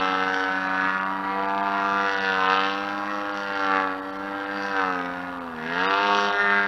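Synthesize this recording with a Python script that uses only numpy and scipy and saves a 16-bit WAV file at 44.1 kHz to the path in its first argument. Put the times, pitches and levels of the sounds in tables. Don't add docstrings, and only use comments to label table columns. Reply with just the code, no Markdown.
import sys
import numpy as np
from scipy import signal
from scipy.fft import rfft, irfft
from scipy.io import wavfile
from scipy.ndimage import uniform_filter1d

SR = 44100
rng = np.random.default_rng(int(sys.argv[2]) if len(sys.argv) > 2 else 0)


def put_to_file(sound):
    columns = np.atleast_2d(sound).T
    safe = np.clip(columns, -1, 1)
    whole_steps = np.round(safe * 32767)
    wavfile.write(sys.argv[1], SR, whole_steps.astype(np.int16))


def elevation(decibels):
    levels = np.asarray(decibels, float)
    return 10 ** (levels / 20)


N = 294147
MEAN_DB = -27


# (t/s, half width/s, gain/dB)
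SLAPS = [
    (.58, 0.46, 10),
    (1.3, 0.15, 17.5),
    (2.4, 0.45, -14),
    (4.1, .3, 12),
    (6.05, .2, -21),
    (6.4, 0.11, 21),
]


def bark(turns, level_db):
    swing_db = level_db - MEAN_DB
    blade_db = -15 + sum(gain_db * bump(s, half_s) for s, half_s, gain_db in SLAPS)
    turbulence = np.clip(.62 - .03 * swing_db, .3, 1)
    ring = muffler_ring(turns, blade_db, turbulence)
    body = muffler_body(turns, blade_db, turbulence, swing_db)
    treble = crack_and_sizzle(turns, blade_db, turbulence)
    return elevation(level_db) * (ring + body + treble)


# (t/s, muffler resonance f/Hz, crack level/dB re bark)
MUFFLER_ASPECT = [(0, 1140, -9.5), (.32, 1450, -13.5), (1.1, 1130, -20.5), (1.6, 960, -16),
                  (1.95, 1230, -16.5), (2.26, 1580, -8.5), (2.4, 1170, -12.5), (2.7, 1250, -6),
                  (3.05, 1100, -17), (3.49, 1420, -11), (3.8, 1226, -18.5), (4.68, 1406, -13),
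                  (4.82, 1260, -16), (5.5, 1190, -15), (5.62, 1770, -12), (6.04, 980, -8.5),
                  (6.3, 1220, -8.5), (6.4, 1490, -17)]


def muffler_ring(turns, blade_db, turbulence):
    ring_hz, _ = in_time(MUFFLER_ASPECT)
    firing = pulses(turns, blade_db, uneven_db=.6, jitter_us=10, puff=.12 * turbulence)
    smooth = through_air(firing, firing, shade_db=0, scatter_db=-17.5)
    wide = swelling_band(smooth, 892, 2090, order=3)
    ring = gliding(gliding(wide, ring_hz, width_hz=690), ring_hz, width_hz=950)
    return evened(ring + elevation(-8.5) * wide)


# (t/s, half width/s, level/dB, body level/dB)
WING_PASSES = [(.61, 0.071, -1, -5.5), (.92, 0.18, -1, -15), (1.2, 0.12, -2, -3), (1.55, 0.36, -2.5, 7.5),
               (2.28, 0.066, 3, -1), (3.1, 0.063, 2, -9), (4.14, 0.11, -1, -2), (4.33, 0.045, 0, 4),
               (5.94, 0.055, 1, 1), (6.13, 0.056, 0.5, 5), (6.3, 0.14, -5, 6.5), (6.55, 0.49, 1.5, -5)]


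def muffler_body(turns, blade_db, turbulence, swing_db):
    follows = 0.88
    body_db = -7 - (1 - follows) * swing_db
    body_db = body_db + sum(db * bump(s, half_s) for s, half_s, _, db in WING_PASSES)
    exhaust = pulses(turns, blade_db - 10, uneven_db=.6, jitter_us=10, puff=.1 * turbulence)
    deep = through_air(exhaust, exhaust, shade_db=2.5, scatter_db=-26)
    body = swelling_band(deep, 652, 969, order=4)
    return elevation(body_db) * later(evened(body), 1.64)


# (t/s, half width/s, sizzle level/dB, crack shift f/Hz)
JET_AIM = [(.38, .12, 7, 599), (.62, .1, 2, -100), (.85, 0.12, -4, -49), (1.4, .15, 0, 249),
           (1.8, 0.23, 0, 9), (2.14, .08, 6, 297), (2.23, 0.046, 5, 8), (2.45, 0.073, -4, -100),
           (3.0, 0.2, 5, 55), (3.17, 0.063, 8, 220), (3.4, 0.12, 9, 150), (3.6, .1, 6, 127),
           (4.1, .25, 6, 417), (4.4, 0.078, 2, 400), (4.62, 0.17, 11, 98), (5.35, .1, -2, 10),
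           (5.58, 0.053, 2, 10), (6.22, 0.1, 7, 147), (6.5, 0.15, -6, -150)]
# (f/Hz, width f/Hz, level/dB)
HOUSING_MODES = [(2573, 170, -4.5), (3450, 1200, -19)]
# (f/Hz, width f/Hz, level/dB)
SIZZLE_MODES = [(4646, 257, 6), (5490, 730, -0.5), (7160, 1300, -37), (9600, 990, -31.5)]


def crack_and_sizzle(turns, blade_db, turbulence):
    _, crack_db = in_time(MUFFLER_ASPECT)
    sizzle_db = -26 + 0.81 * (crack_db - crack_db.mean())
    sizzle_db = sizzle_db + sum(db * bump(s, half_s) for s, half_s, db, _ in JET_AIM)
    crack_hz = 2707 + 50 * drift(4.3) + sum(hz * bump(s, half_s) for s, half_s, _, hz in JET_AIM)
    shade_db = -4 - 2.5 * drift(0.57)
    direct = pulses(turns, blade_db, uneven_db=2.2, jitter_us=17, puff=.085 * turbulence)
    grounded = pulses(turns, blade_db, uneven_db=2.2, jitter_us=17, puff=.085 * turbulence)
    sharp = through_air(direct, grounded, shade_db=shade_db, scatter_db=-19)
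    bright = band(sharp, 2560, 4290, order=3)
    crack = gliding(bright, crack_hz, width_hz=490)
    crack = crack + resonances(bright, HOUSING_MODES) + elevation(-15.0) * bright
    sizzle = resonances(sharp, SIZZLE_MODES)
    return elevation(crack_db) * evened(crack) + elevation(sizzle_db) * evened(sizzle)


def pulses(turns, blade_db, uneven_db, jitter_us, puff):
    count = int(2 * turns[-1])
    jitter, strength = rng.standard_normal((1400, 2))[:count].T
    at = np.interp(np.arange(count) / 2, turns, np.arange(N)) + jitter * jitter_us * SR / 1e6
    at = np.clip(at, 0, N - 2)
    whole = at.astype(int)
    is_blade = np.arange(count) % 2
    size = -elevation(uneven_db * strength + blade_db[whole] * is_blade)
    clicks = np.zeros(N)
    np.add.at(clicks, whole, size * (1 - at + whole))
    np.add.at(clicks, whole + 1, size * (at - whole))
    fade = np.exp(-1000 / (3.0 * SR))
    eddies = band(rng.standard_normal(N), 1360, 14000, order=1)
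    return clicks + puff * eddies * signal.lfilter([1], [1, -fade], clicks)


# (level/dB at mean loudness, share of the loudness swing, ground echo height 0-1)
CRANK_ORDERS = [
    (-61, 0.01, 0),
    (-45, 0.21, 1),
    (-39, 0.19, 0.37),
    (-46, 0.8, .8),
    (-39.5, 0.62, 0.53),
    (-46, 0.36, 0.92),
]
# (t/s, order, half
# width/s, depth/dB)
ORDER_NULLS = [(.42, 2, 0.089, 29), (2.12, 2, 0.079, 17), (3.28, 2, 0.082, 11), (3.59, 2, 0.084, 12),
               (4.0, 2, 0.19, 8), (4.42, 2, .1, 17), (4.78, 2, 0.063, 22), (5.45, 2, .2, 9.5),
               (5.96, 2, 0.088, 17), (6.361, 2, 0.078, 23), (.98, 3, 0.13, 8.5), (2.3, 3, 0.43, 6.5),
               (3.46, 3, 0.13, 10), (4.68, 3, 0.059, 8), (6.451, 3, 0.33, 12.5), (.64, 5, 0.2, 18),
               (1.03, 5, 0.36, 21), (1.749, 5, .35, 9), (3.0, 5, 0.17, 12), (5.26, 5, 0.26, 12),
               (6.55, 5, 0.3, 14), (2.75, 4, .5, -1), (6.2, 4, 0.57, -9)]


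def hum(turns, swing_db):
    delay_ms, = in_time(GROUND_ECHO)
    out = 0
    for order, (db, share, echo) in enumerate(CRANK_ORDERS, start=1):
        nulls = [row for row in ORDER_NULLS if round(row[1]) == order]
        null_db = sum(depth_db * bump(s, half_s) for s, _, half_s, depth_db in nulls)
        tone = np.sin(2 * np.pi * order * turns)
        order_db = db + share * swing_db - null_db + 1.37 * drift(46)
        out = out + elevation(order_db) * (tone + echo * later(tone, delay_ms))
    return np.sqrt(2) * out


# (t/s, delay/ms)
GROUND_ECHO = [(0, 3.8), (.8, 4.08), (1.25, 4.2), (1.9, 4.26), (2.6, 3.86), (3.4, 3.62), (3.9, 3.64),
               (4.3, 3.69), (5.7, 4.25), (6.3, 4.4), (6.67, 4.4)]


def through_air(direct, grounded, shade_db, scatter_db):
    delay_ms, = in_time(GROUND_ECHO)
    scattered = 0
    x = elevation(shade_db) * direct + elevation(5.5) * later(grounded, delay_ms)
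    scattered = sum(drift(3.37) * later(x, path_ms) for path_ms in (.45, 1.3, 2.4, 3.1, 6.7, 8.3))
    return x + elevation(scatter_db) * scattered


# (f/Hz, level/dB per Hz)
MICROPHONE_FLOOR = [(25, -86), (60, -79), (140, -85), (300, -83), (1000, -68.5), (4000, -106), (8000, -108),
                    (10300, -108.5), (10900, -106), (11500, -109), (14500, -109), (16000, -118)]


def floor():
    floor_hz, floor_db = np.transpose(MICROPHONE_FLOOR)
    hz = np.fft.rfftfreq(N, 1 / SR) + 1
    shape_db = np.interp(np.log(hz), np.log(floor_hz), floor_db)
    return irfft(rfft(rng.standard_normal(N)) * elevation(shape_db), N) * np.sqrt(SR / 2)


def in_time(rows):
    s, *columns = np.transpose(rows)
    return [np.interp(np.arange(N) / SR, s, c) for c in columns]


def bump(s, half_s):
    return np.clip(1 - np.abs(np.arange(N) / SR - s) / half_s, 0, 1)


def drift(rate_hz):
    r = np.exp(-80 * np.pi * rate_hz / SR)
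    chance = rng.standard_normal(N // 40 + 2002)
    slow = signal.lfilter([1], [1, -2 * r, r * r], chance)[2000:]
    return np.interp(np.arange(N) / 40, np.arange(len(slow)), slow / slow.std())


def evened(x):
    power = uniform_filter1d(uniform_filter1d(x ** 2, size=3000), size=3000)
    return x / np.sqrt(power + 1e-12)


def later(x, delay_ms):
    return np.interp(np.arange(N) - delay_ms * SR / 1000, np.arange(N), x, left=0)


def band(x, low_hz, high_hz, order=2):
    return signal.sosfilt(signal.butter(order, [low_hz, high_hz], "band", fs=SR, output="sos"), x)


def swelling_band(x, low_hz, high_hz, order):
    return band(x[::-1], low_hz, high_hz, order)[::-1]


def resonance(hz, width_hz):
    r = np.exp(-np.pi * width_hz / SR)
    return (1 - r * r) / 2 * np.array([1, 0, -1]), [1, -2 * r * np.cos(2 * np.pi * hz / SR), r * r]


def gliding(x, centre_hz, width_hz):
    out, state = np.zeros(N), np.zeros(2)
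    for i in range(0, N, 256):
        b, a = resonance(centre_hz[i], width_hz)
        out[i:i + 256], state = signal.lfilter(b, a, x[i:i + 256], zi=state)
    return out


def resonances(x, modes):
    out = 0
    for hz, width_hz, db in modes:
        b, a = resonance(hz, width_hz)
        twice = signal.lfilter(b, a, signal.lfilter(b, a, x))
        out = out + elevation(db + 2.2 * drift(2.5)) * twice
    return out


# (t/s, turns per s)
CRANK_SPEED = [(0, 94.2), (.8, 94.2), (1.66, 99.2), (2.08, 98.4), (2.44, 94.1), (2.8, 99.3), (3.12, 101.9),
               (3.38, 100.6), (3.93, 94.3), (4.29, 98.7), (4.7, 99.2), (5.02, 88.3), (5.26, 89.9),
               (5.38, 88), (5.61, 77.6), (5.87, 96.2), (6.04, 101.4), (6.67, 100.7)]
# (t/s, level/dB)
EXHAUST_LOUDNESS = [(0.0, -25), (0.72, -27), (0.85, -22), (1.13, -29), (2.03, -24), (2.21, -28.5),
                    (2.53, -21), (2.77, -31), (3.47, -32), (3.77, -21.5), (4.01, -37), (4.72, -30.5),
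                    (4.79, -23.5), (5.11, -34), (5.55, -40), (5.81, -24.5), (6.58, -21.5), (6.67, -27)]


def scene():
    per_s, = in_time(CRANK_SPEED)
    level_db, = in_time(EXHAUST_LOUDNESS)
    level_db = level_db + sum(db * bump(s, half_s) for s, half_s, db, _ in WING_PASSES)
    per_s = uniform_filter1d(per_s, size=4000)
    turns = np.cumsum(per_s * (1 + .0006 * drift(12))) / SR
    return (bark(turns, level_db) + hum(turns, level_db - MEAN_DB) + floor())[None]


# (t/s, length/ms, lost above f/Hz, surviving tone f/Hz)
DROPOUTS = [(.002, 7, 4800, 4300), (.6837, 7, 4200, 2300), (1.0025, 7, 3300, 2800), (1.0454, 8, 3300, 2800),
            (1.4718, 6.5, 2500, 4700), (1.622, 7, 2100, 3200), (2.1548, 6, 4300, 3700),
            (2.1976, 7, 4300, 3700), (2.4752, 7.5, 4000, 3000), (2.5826, 6, 4300, 3000),
            (2.7312, 6, 5600, 4700), (3.3286, 8.5, 5000, 4700), (3.5421, 6, 5000, 4700),
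            (4.0115, 7, 2000, 3700), (4.118, 6.5, 3200, 4500), (4.1823, 6.5, 2500, 4200),
            (4.4595, 6.5, 4300, 3700), (4.7151, 5.5, 5600, 4700), (5.398, 8, 2500, 2200),
            (5.8783, 27, 3100, 4800), (5.8783, 27, 20000, 3700), (6.1868, 5.5, 4600, 5800),
            (6.3149, 6, 4300, 3700)]


def treble_dropouts(x):
    padded = np.pad(x, ((0, 0), (2048, 0)))
    out = padded.copy()
    hz, span = np.fft.rfftfreq(4096, 1 / SR), np.arange(-2048, 2048)
    for s, ms, lost_hz, tone_hz in DROPOUTS:
        at = round(s * SR) + span + 2048
        ramp = np.clip((ms / 2 + 6.5 - np.abs(span) * 1000 / SR) / 8.5, 0, 1)
        gate = np.sin(np.pi / 2 * ramp) ** 2
        spectrum = rfft(padded[:, at] * gate)
        near = irfft(spectrum * (np.abs(hz - tone_hz) < 450))
        strength = np.sqrt(3 * np.sum(near ** 2) / np.sum(gate ** 2))
        tone = strength * gate * np.sin(2 * np.pi * tone_hz * span / SR)
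        lost = irfft(spectrum * np.clip((hz - lost_hz) / 150, 0, 1))
        out[:, at] += tone - lost
    return out[:, 2048:]


def top_cut(x):
    return signal.sosfilt(signal.butter(12, 15700, fs=SR, output="sos"), x)


def record(dry):
    mix = treble_dropouts(dry)
    return top_cut(mix)


dry = scene()
out = record(dry)
put_to_file(out)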